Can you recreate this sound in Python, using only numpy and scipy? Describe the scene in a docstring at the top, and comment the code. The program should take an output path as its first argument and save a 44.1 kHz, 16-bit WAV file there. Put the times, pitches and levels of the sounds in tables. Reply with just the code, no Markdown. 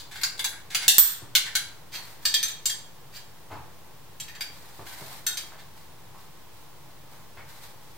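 """A rope pulley scrapes and clacks, a few metres from a stereo microphone in a brick garage.
A sprung gate snaps shut, aluminium carabiners slide and clink, and rope drops on the floor as a
climber rigs up. Each metal blow is a broad clack plus ringing modes, and the hard walls answer it.
Gloves and jacket rustle over low room tone; the two hardest hits drive the recorder's limiter."""
import sys
import numpy as np
from scipy import signal
from scipy.fft import rfft, irfft, next_fast_len
from scipy.io import wavfile
from scipy.ndimage import uniform_filter1d

SR = 44100
rng = np.random.default_rng(int(sys.argv[2]) if len(sys.argv) > 2 else 0)


def transcribe(u):
    """Save the signal u as a 16-bit wav file named by the first command-line argument.

    u: samples, shape (n,) or (channels, n), limited to [-1, 1]; the rate is SR.
    q: integer samples, one column per channel.
    """
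    v = np.clip(np.atleast_2d(u).T, -1, 1)
    q = np.round(v * 32767).astype(np.int16)
    wavfile.write(sys.argv[1], SR, q)


N = 351477

# blows on the pulley: (time [s], level [dB], brightness [dB], favoured frequency [Hz])
PULLEY_HITS = [(0.2131, -40, 3, 4300), (.234, -26, 4.5, 4740), (.393, -32.5, 4, 2080),
               (0.4432, -28, 7, 3460), (0.7476, -25.5, 6, 4740), (.881, -9.5, 10, 2710),
               (1.3515, -18.5, 4.5, 4330), (1.5527, -24.5, 3, 3460)]
# scrapes, rattles and faint ticks of the pulley and rope:
# (time [s], level [dB], hollowness [dB], rise [s], decay [s])
SCRAPES_AND_TICKS = [(0, -45.5, -2, 0.00087, .015), (.113, -43.5, 10.5, 0.00077, .047),
                     (0.157, -42, 9, 0.0011, 0.022), (.377, -48, -2, 0.0025, .005),
                     (.523, -48.5, 30, 0.0066, .007), (.703, -38, 6.5, 0.00065, 0.11),
                     (.8, -34.5, 8.5, 0.033, 0.012), (1.456, -39, 12.5, 0.013, 0.012),
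                     (4.866, -48, 10, 0.0034, .012), (5.575, -52.5, 9, 0.024, .009),
                     (6.906, -65, 6, 0.0016, 0.0036), (7.486, -57, 6, .004, .01)]
# carabiners knocking: (time [s], level [dB], brightness [dB], favoured frequency [Hz], its boost [dB])
CARABINER_HITS = [(2.252, -23.5, -1.5, 3257, -2), (2.339, -22, -0.5, 3257, 11), (2.4275, -27, 3, 6195, 7),
                  (2.481, -38, 4, 7520, 3), (2.6555, -25.5, 5.5, 7480, 4.5), (2.696, -32.5, 4, 3257, 5.5),
                  (4.199, -38.5, 3, 7520, 3.5), (4.281, -46.5, -3, 4690, 4), (4.349, -47.5, -3, 4630, 6),
                  (4.4068, -34, -0.5, 4630, 10), (5.2647, -27, 2, 3758, 5.5), (5.37, -34.5, 1.5, 4690, 7)]
# carabiners sliding: (time [s], level [dB], rise [s], favoured frequency [Hz], its boost [dB])
CARABINER_SLIDES = [(1.912, -36.5, 0.044, 4350, 16), (3.12, -43.5, 0.049, 4700, 6)]
# ringing modes of each metal part: (frequency [Hz], relative energy [dB], t60 [s])
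PULLEY_MODES = [(850, -21, 0.066), (1593, -6.5, 0.24), (1820, -19.5, 0.044), (2080, -10, 0.025),
                (2170, -0.5, 0.02754), (2710, 0, 0.0181), (3354, -4, 0.0558), (3460, -2.5, 0.035),
                (4130, 2, 0.023), (4330, -6.5, 0.025), (4740, 7, 0.0083), (5480, -3, .02),
                (6150, -5, 0.022), (7710, -0.5, 0.014), (9370, -4, 0.0765), (10280, -5, 0.0093),
                (10980, -4, 0.23), (12340, -16.5, .04), (13250, -2.5, 0.0336), (15110, -25.5, .05)]
GATE_MODES = [(13340, -17, .08), (12500, -17, 0.09), (12900, -9, 0.15), (13970, -4.5, 0.082),
              (13040, -12.5, 0.13), (14570, -8, 0.14), (13800, -22, 0.11), (14250, -7, 0.1),
              (13800, -27, 0.14), (14660, -35, 0.12), (13400, -18, 0.091), (13730, 3, 0.13),
              (14790, -1.5, 0.051)]
CARABINER_MODES = [(1673, -8, 0.12), (1774, -2.5, 0.058), (3257, 1, 0.15), (3720, -3.5, 0.019),
                   (3758, -0.5, 0.075), (4350, -10, 0.11), (4700, -1, 0.021), (5980, -3.5, 0.0087),
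                   (6195, 0.5, 0.052), (7550, 1.5, 0.051), (8630, -7, 0.029), (10200, -31, 0.11),
                   (10470, -11.5, 0.03), (11000, -13.5, 0.099), (11480, -7, .05), (14000, 2, 0.084),
                   (13850, -4, .05), (14820, -9, .08), (15480, -2, .05)]
# the crowd of short-lived modes that makes each part's clack: (frequency [Hz], gain [dB])
PULLEY_CLACK = [(100, -37), (600, -25), (800, -9.5), (1250, -15.5), (1550, -2.5), (2700, -5), (3500, 5.5),
                (4700, 0.5), (5200, -3.5), (7400, -4.5), (8300, -9.5), (11300, -13), (12400, -20),
                (15500, -15)]
GATE_CLACK = [(120, -27), (900, -18), (1600, -11), (2900, -10), (3400, -1), (4400, -1), (5200, -4),
              (6500, -3), (7500, -1), (11000, -1), (12200, -2), (13300, 3), (15100, 1), (16000, -12)]
CARABINER_CLACK = [(100, -32), (800, -19.5), (1250, -9), (1650, -2), (2900, -1.5), (3700, 0), (4700, 3.5),
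                   (5300, -3), (7700, -10), (9500, -10), (11500, -10.5), (12400, -26), (13600, 5),
                   (15500, -14)]
# rope falls, dull knocks and glove rubs: (time [s], level [dB], bass [dB], decay [s], resonance [Hz])
THUDS = [(1.215, -47, 9, 0.025, 358), (3.5, -39, 4, 0.048, 850), (3.621, -58, 4, 0.046, 850),
         (4.787, -45.5, 3, 0.019, 350), (5.01, -47, 6.5, 0.018, 308), (5.509, -51, -9, .028, 1600),
         (6.135, -53.5, -5, 0.026, 1060), (7.115, -57, 0, 0.029, 1050), (7.362, -46.5, 4, 0.045, 2110)]
# rope through the gloves and sweeps of the jacket: (time [s], hold [s], relative level [dB])
RUSTLE_STROKES = [(1.914, 0.17, -52), (2.208, 0.025, -52.5), (4.512, 0.37, -56), (4.853, 0.29, -48),
                  (5.3, 0.16, -56.5), (5.75, .03, -58), (6.166, 0.027, -60), (6.52, 0.077, -63),
                  (7.103, 0.061, -60), (7.468, 0.16, -56), (7.612, .005, -52), (7.797, .15, -63.5)]
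# spectra of the thuds, the cloth and the room tone: (frequency [Hz], gain [dB])
THUD_COLOUR = [(45, -22), (85, 1.5), (145, 2), (225, -10.5), (390, -4.5), (610, -2), (860, 0.5),
               (1170, -4.5), (1620, -9), (2550, -15.5), (5100, -24.5), (14800, -40.5)]
RUSTLE_COLOUR = [(100, -2), (400, -2.5), (900, 13), (1300, 6), (2000, 9), (2800, 3), (4000, 8.5),
                 (6000, 2.5), (9000, 3.5), (12000, -2), (14000, 7.5), (16000, -11)]
ROOM_TONE_COLOUR = [(15, -34), (25, -10), (141, 0), (263, -15), (335, -12.5), (463, -10), (516, -11),
                    (988, -18), (1070, -14), (1290, -15.5), (2690, -19.5), (3430, -18.5), (8360, -24.5),
                    (14000, -24), (16000, -18.5)]
# room and fan resonances: (frequency [Hz], width [Hz], boost [dB])
ROOM_RESONANCES = [(134, 40, 0), (306, 71, 4.5), (914, 198, 8)]
# likeness of left and right at the microphone: (frequency [Hz], correlation [0-1])
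STEREO_CORRELATION = [(60, 0.49), (300, 0.22), (700, 0.6), (1400, 0.61), (3000, 0.056), (7000, .03)]
# reverberation of the brick garage: (frequency [Hz], t60 [s])
GARAGE_T60 = [(160, 0.59), (650, 0.39), (1450, 0.54), (3400, 0.44), (6400, 0.39), (9800, 0.36),
              (14500, 0.26)]

TAIL = np.arange(24576) / SR  # time axis of one blow and its echo [s]
FIRM_DB = -28  # level of an ordinary firm blow


def pulley(crash=0.26):
    """Side plates and sheave clack on the carabiner; the harder the blow, the more crash and less ring."""
    mix = np.zeros((2, N))
    for s, db, bright_db, favoured_hz in PULLEY_HITS:
        shape = strike(db, bright_db, low_db=4.5, top_db=1.5, thinning=0, rise_s=0.00067)
        ring_db = -1 - crash * (db - FIRM_DB)
        blow = metal(shape, PULLEY_MODES, PULLEY_CLACK, ring_db, grit_db=0.28, impact=1.7, click=0.42,
                     detune=0.0102, favoured_hz=favoured_hz, favour_db=9.5)  # plates shift between blows
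        add(mix, s, garage(blow, db, direct_db=-8.5, early_db=5.0, pan_db=0.5))
    return mix


def scrapes_and_ticks(high_db=2, top_db=5):
    """Pulley and rope scrape, rattle and faintly tick: long or short runs of slips, more or less hollow."""
    mix = np.zeros((2, N))
    for s, db, hollow_db, rise_s, decay_s in SCRAPES_AND_TICKS:
        shape = (hollow_db, high_db, top_db, rise_s, decay_s)
        slips = metal(shape, PULLEY_MODES, PULLEY_CLACK, ring_db=-7, grit_db=1.2, impact=1.5,
                      detune=0.011, favoured_hz=4330, favour_db=5)
        add(mix, s, garage(slips, db, direct_db=-4.0, early_db=-4))
    return mix


def gate_snap(at_s=0.9823, top_db=0.5, chatter_s=0.00073):
    """The spring throws the gate on the nose: a central crack, with a very high ring beamed to the right."""
    mix = np.zeros((2, N))
    shape = (0, 0, top_db, 0, chatter_s)
    snap = metal(shape, GATE_MODES, GATE_CLACK, ring_db=2.5, grit_db=1.5, impact=3.4,
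                 detune=0.00027, click=1)
    left, right = garage(snap, level_db=-0.5, direct_db=-9.0, early_db=10, pan_db=7.0)
    # (frequency [Hz], shift to right [dB]); below 7 kHz it cancels the pan
    beam = [(7000, 7), (8500, -4.5), (11000, 4), (13000, 13.5)]
    left = colour(left, [(hz, -db / 2) for hz, db in beam])
    right = colour(right, [(hz, db / 2) for hz, db in beam])
    add(mix, at_s, np.array([left, right]))
    return mix


def carabiner_clinks():
    """Open aluminium loops knock together and ring clearly."""
    mix = np.zeros((2, N))
    for s, db, bright_db, favoured_hz, favour_db in CARABINER_HITS:
        shape = strike(db, bright_db, low_db=-2.2, top_db=-7.0, thinning=0.78, rise_s=0.0029)
        blow = metal(shape, CARABINER_MODES, CARABINER_CLACK, ring_db=-1.5, grit_db=2.0, impact=1.0,
                     detune=0.00049, favoured_hz=favoured_hz, favour_db=favour_db)
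        add(mix, s, garage(blow, db, direct_db=-6.0, early_db=1.0, pan_db=0.1))
    return mix


def carabiner_slides(low_db=2, high_db=1, top_db=-5, decay_s=0.005):
    """Aluminium rubs on aluminium: slips swell until the loop seats, and set it singing."""
    mix = np.zeros((2, N))
    for s, db, rise_s, favoured_hz, favour_db in CARABINER_SLIDES:
        shape = (low_db, high_db, top_db, rise_s, decay_s)
        slide = metal(shape, CARABINER_MODES, CARABINER_CLACK, ring_db=-3, grit_db=3.1, impact=1.0,
                      detune=0.00028, favoured_hz=favoured_hz, favour_db=favour_db)
        add(mix, s, garage(slide, db, direct_db=-5.0, early_db=-3))
    return mix


def thuds(hollow_db=6, rise_share=0.43):
    """Rope and gloves land or rub without ringing: a spread-out push with one broad resonance."""
    mix = np.zeros((2, N))
    for s, db, bass_db, decay_s, hollow_hz in THUDS:
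        treble_db = 2 + 4 * np.log2(hollow_hz / 1000)  # smaller things sound higher and crisper
        force = contact(rise_share * decay_s, decay_s, grit_db=2.3, impact=0.5)
        push = colour(force, THUD_COLOUR)
        push = colour(push, [(150, bass_db), (700, 0), (1000, 0), (2000, treble_db)])
        push = colour(push, [(hollow_hz * 0.64, 0), (hollow_hz, hollow_db), (hollow_hz * 1.5, 0)])
        add(mix, s, garage(push, db, direct_db=1.5, early_db=-28))
    return mix


def rustle(attack_s=0.023, release_s=0.067, clump_s=0.006, grain_db=1.5, gain_db=4):
    """Fibres catch and slip in small clumps as the hands move; each stroke rises, holds and dies away."""
    t = np.arange(N) / SR
    strokes = []
    for s, hold_s, db in RUSTLE_STROKES:
        rise = np.clip((t - s) / attack_s, 0, 1)
        fall = np.exp(-np.maximum(t - s - attack_s - hold_s, 0) / release_s)
        strokes.append(amp(db) * rise * fall)
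    speed = np.linalg.norm(strokes, axis=0)
    knots = np.arange(0, N / SR, clump_s)
    clumps = amp(grain_db * np.interp(t, knots, rng.standard_normal(len(knots))))
    return amp(gain_db) * speed * clumps * diffuse(lambda hz: amp(read(RUSTLE_COLOUR, hz)))


def room_tone(level_db=-49.5):
    """Steady low murmur of the building, with microphone hiss on top."""
    def gain_at(hz):
        humps_db = sum(db * np.exp(-((hz - f) / width) ** 2) for f, width, db in ROOM_RESONANCES)
        return amp(read(ROOM_TONE_COLOUR, hz) + humps_db)
    return amp(level_db) * diffuse(gain_at)


def strike(db, bright_db, low_db, top_db, thinning, rise_s, dulling=0.347):
    """Shape of a blow for metal(): dull and chattering when gentle, bright and short when firm."""
    softer_db = FIRM_DB - db
    low = low_db + dulling * softer_db - thinning * bright_db
    chatter_s = 0.0019 * 2 ** (softer_db / 22)  # doubles for a blow 22 dB softer
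    return low, bright_db, bright_db + top_db, rise_s, chatter_s


def contact(rise_s, chatter_s, grit_db, impact):
    """Force between two parts: a brief impact, then dying tiny slips; a slow rise makes it a scrape."""
    rise_s = np.clip(rise_s, 3e-4, 0.08)
    swell = np.minimum(TAIL / rise_s, 1)
    fall = np.exp(-np.maximum(TAIL - rise_s, 0) / max(chatter_s, 1e-4))
    first_touch = 1 + impact * np.exp(-TAIL / 0.0011)
    uneven = amp(grit_db * np.repeat(rng.standard_normal(len(TAIL) // 32), 32))
    return unit(swell * fall * first_touch * uneven * rng.standard_normal(len(TAIL)))


def metal(shape, modes, clack, ring_db, grit_db, impact, detune, favoured_hz=0, favour_db=0, click=0):
    """A broad clack and ringing modes; the point of contact favours one pitch and tilts the rest."""
    low_db, high_db, top_db, rise_s, chatter_s = shape
    square_hit = click * (TAIL == 0)  # one clean click at the start
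    force = unit(contact(rise_s, chatter_s, grit_db, impact) + square_hit)
    ring = np.zeros(len(TAIL))
    for hz, db, t60 in modes:
        boost_db = favour_db * np.exp(-((hz - favoured_hz) / 150) ** 2)
        ring_s = t60 * (1 + max(0.03 * boost_db, 0))  # a favoured mode is also less damped
        keep = amp(-120 / (ring_s * SR))
        energy = signal.lfilter([1 - keep], [1, -keep], force ** 2)  # slips feed it, gloves damp it
        gain = amp(db + boost_db + rng.uniform(-3, 3))
        pitch_hz = hz * (1 + detune * rng.standard_normal())
        ring += gain * np.sqrt(energy) * np.sin(2 * np.pi * (pitch_hz * TAIL + rng.random()))
    body = unit(colour(force, clack)) + amp(ring_db) * unit(ring)
    tilt = [(2200, low_db), (3200, 0), (5000, 0), (6500, high_db), (11000, high_db), (13200, top_db)]
    return colour(body, tilt)


def garage(sound, level_db, direct_db, early_db, pan_db=0, early_s=0.015, build_s=0.0012):
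    """At the microphone: direct sound, a quick cluster off the near door and bench, then the brick tail."""
    hz, t, noise = signal.stft(rng.standard_normal((3, len(TAIL))), SR, nperseg=256, noverlap=128)
    same = np.clip(read(STEREO_CORRELATION, hz), 0, 1)[:, None]
    pair = np.sqrt(1 - same) * noise[:2] + np.sqrt(same) * noise[2]
    late = amp(-60 * t / read(GARAGE_T60, hz)[:, None])
    early = amp(early_db) * np.exp(-t / early_s)
    walls = signal.istft(pair * (late + early), SR)[1][:, :len(TAIL)]
    walls *= 1 - np.exp(-TAIL / build_s)
    response = unit(walls) * np.sqrt(2) + amp(direct_db) * (TAIL == 0)
    heard = signal.fftconvolve(sound[None], response, axes=1)[:, :len(TAIL)]
    heard *= amp([[pan_db / 2], [-pan_db / 2]])  # positive is left
    return amp(level_db) * unit(heard) * np.sqrt(2 * SR * 0.078)  # level: rms if packed into 78 ms


def diffuse(gain_at):
    """Noise from all round the microphone, rms one; left and right are more alike in the bass."""
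    size = next_fast_len(N, True)
    hz = np.fft.rfftfreq(size, 1 / SR)
    left, other = rfft(rng.standard_normal((2, size)))
    same = np.clip(read(STEREO_CORRELATION, hz), 0, 1)
    right = same * left + np.sqrt(1 - same ** 2) * other
    noise = irfft(np.array([left, right]) * gain_at(hz), size)[:, :N]
    return unit(noise) * np.sqrt(2 * N)


def colour(x, points):
    """Causal (minimum-phase) filter, so that attacks stay sharp."""
    hz = abs(np.fft.fftfreq(len(x), 1 / SR))
    log_gain = np.log(amp(read(points, hz)))
    response = np.exp(signal.hilbert(log_gain).conj())[:len(x) // 2 + 1]
    return irfft(rfft(x) * response, len(x))


def amp(db):
    """Decibels to gain."""
    return 10 ** (np.asarray(db) / 20)


def unit(x):
    """Scales to an energy of one."""
    return x / np.sqrt(np.sum(x ** 2) + 1e-20)


def read(points, hz):
    """Reads a table on a log-frequency axis."""
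    f, value = np.transpose(points)
    return np.interp(np.log(hz + 1), np.log(f + 1), value)


def add(mix, s, sound):
    """Mixes a stereo sound in at time s."""
    part = mix[:, max(round(s * SR), 0):][:, :sound.shape[1]]
    part += sound[:, :part.shape[1]]


def scene():
    """The garage as it reaches the microphone, a few metres from the climber."""
    gear = pulley() + scrapes_and_ticks() + carabiner_clinks() + carabiner_slides() + gate_snap()
    return gear + thuds() + rustle() + room_tone()


def record(dry, threshold=1.0, release_s=0.078, attack_s=0.00103, lopsided=0.28, edge_hz=15900):
    """A limiter ducks after the hardest hits; their first millisecond clips. A low-pass follows."""
    over_db = np.maximum(20 * np.log10(abs(dry).max(0) / threshold + 1e-9), 1e-9)
    fall = np.arange(N) / SR / release_s
    held_db = np.exp(np.maximum.accumulate(np.log(over_db) + fall) - fall)
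    lag = np.exp(-1 / (attack_s * SR))
    duck_db = signal.lfilter([1 - lag], [1, -lag], held_db)
    limited = (dry - 0.0046) / amp(duck_db)  # the preamplifier sits slightly off zero
    overload = uniform_filter1d(np.maximum(abs(limited) - threshold, 0), size=24)
    clipped = np.clip(limited - lopsided * overload, -1, 1)  # pushed to one side: a low knock
    low_pass = signal.firwin(255, edge_hz, window=("kaiser", 7), fs=SR)
    return signal.oaconvolve(clipped, low_pass[None], "same")


dry = scene()
out = record(dry)
transcribe(out)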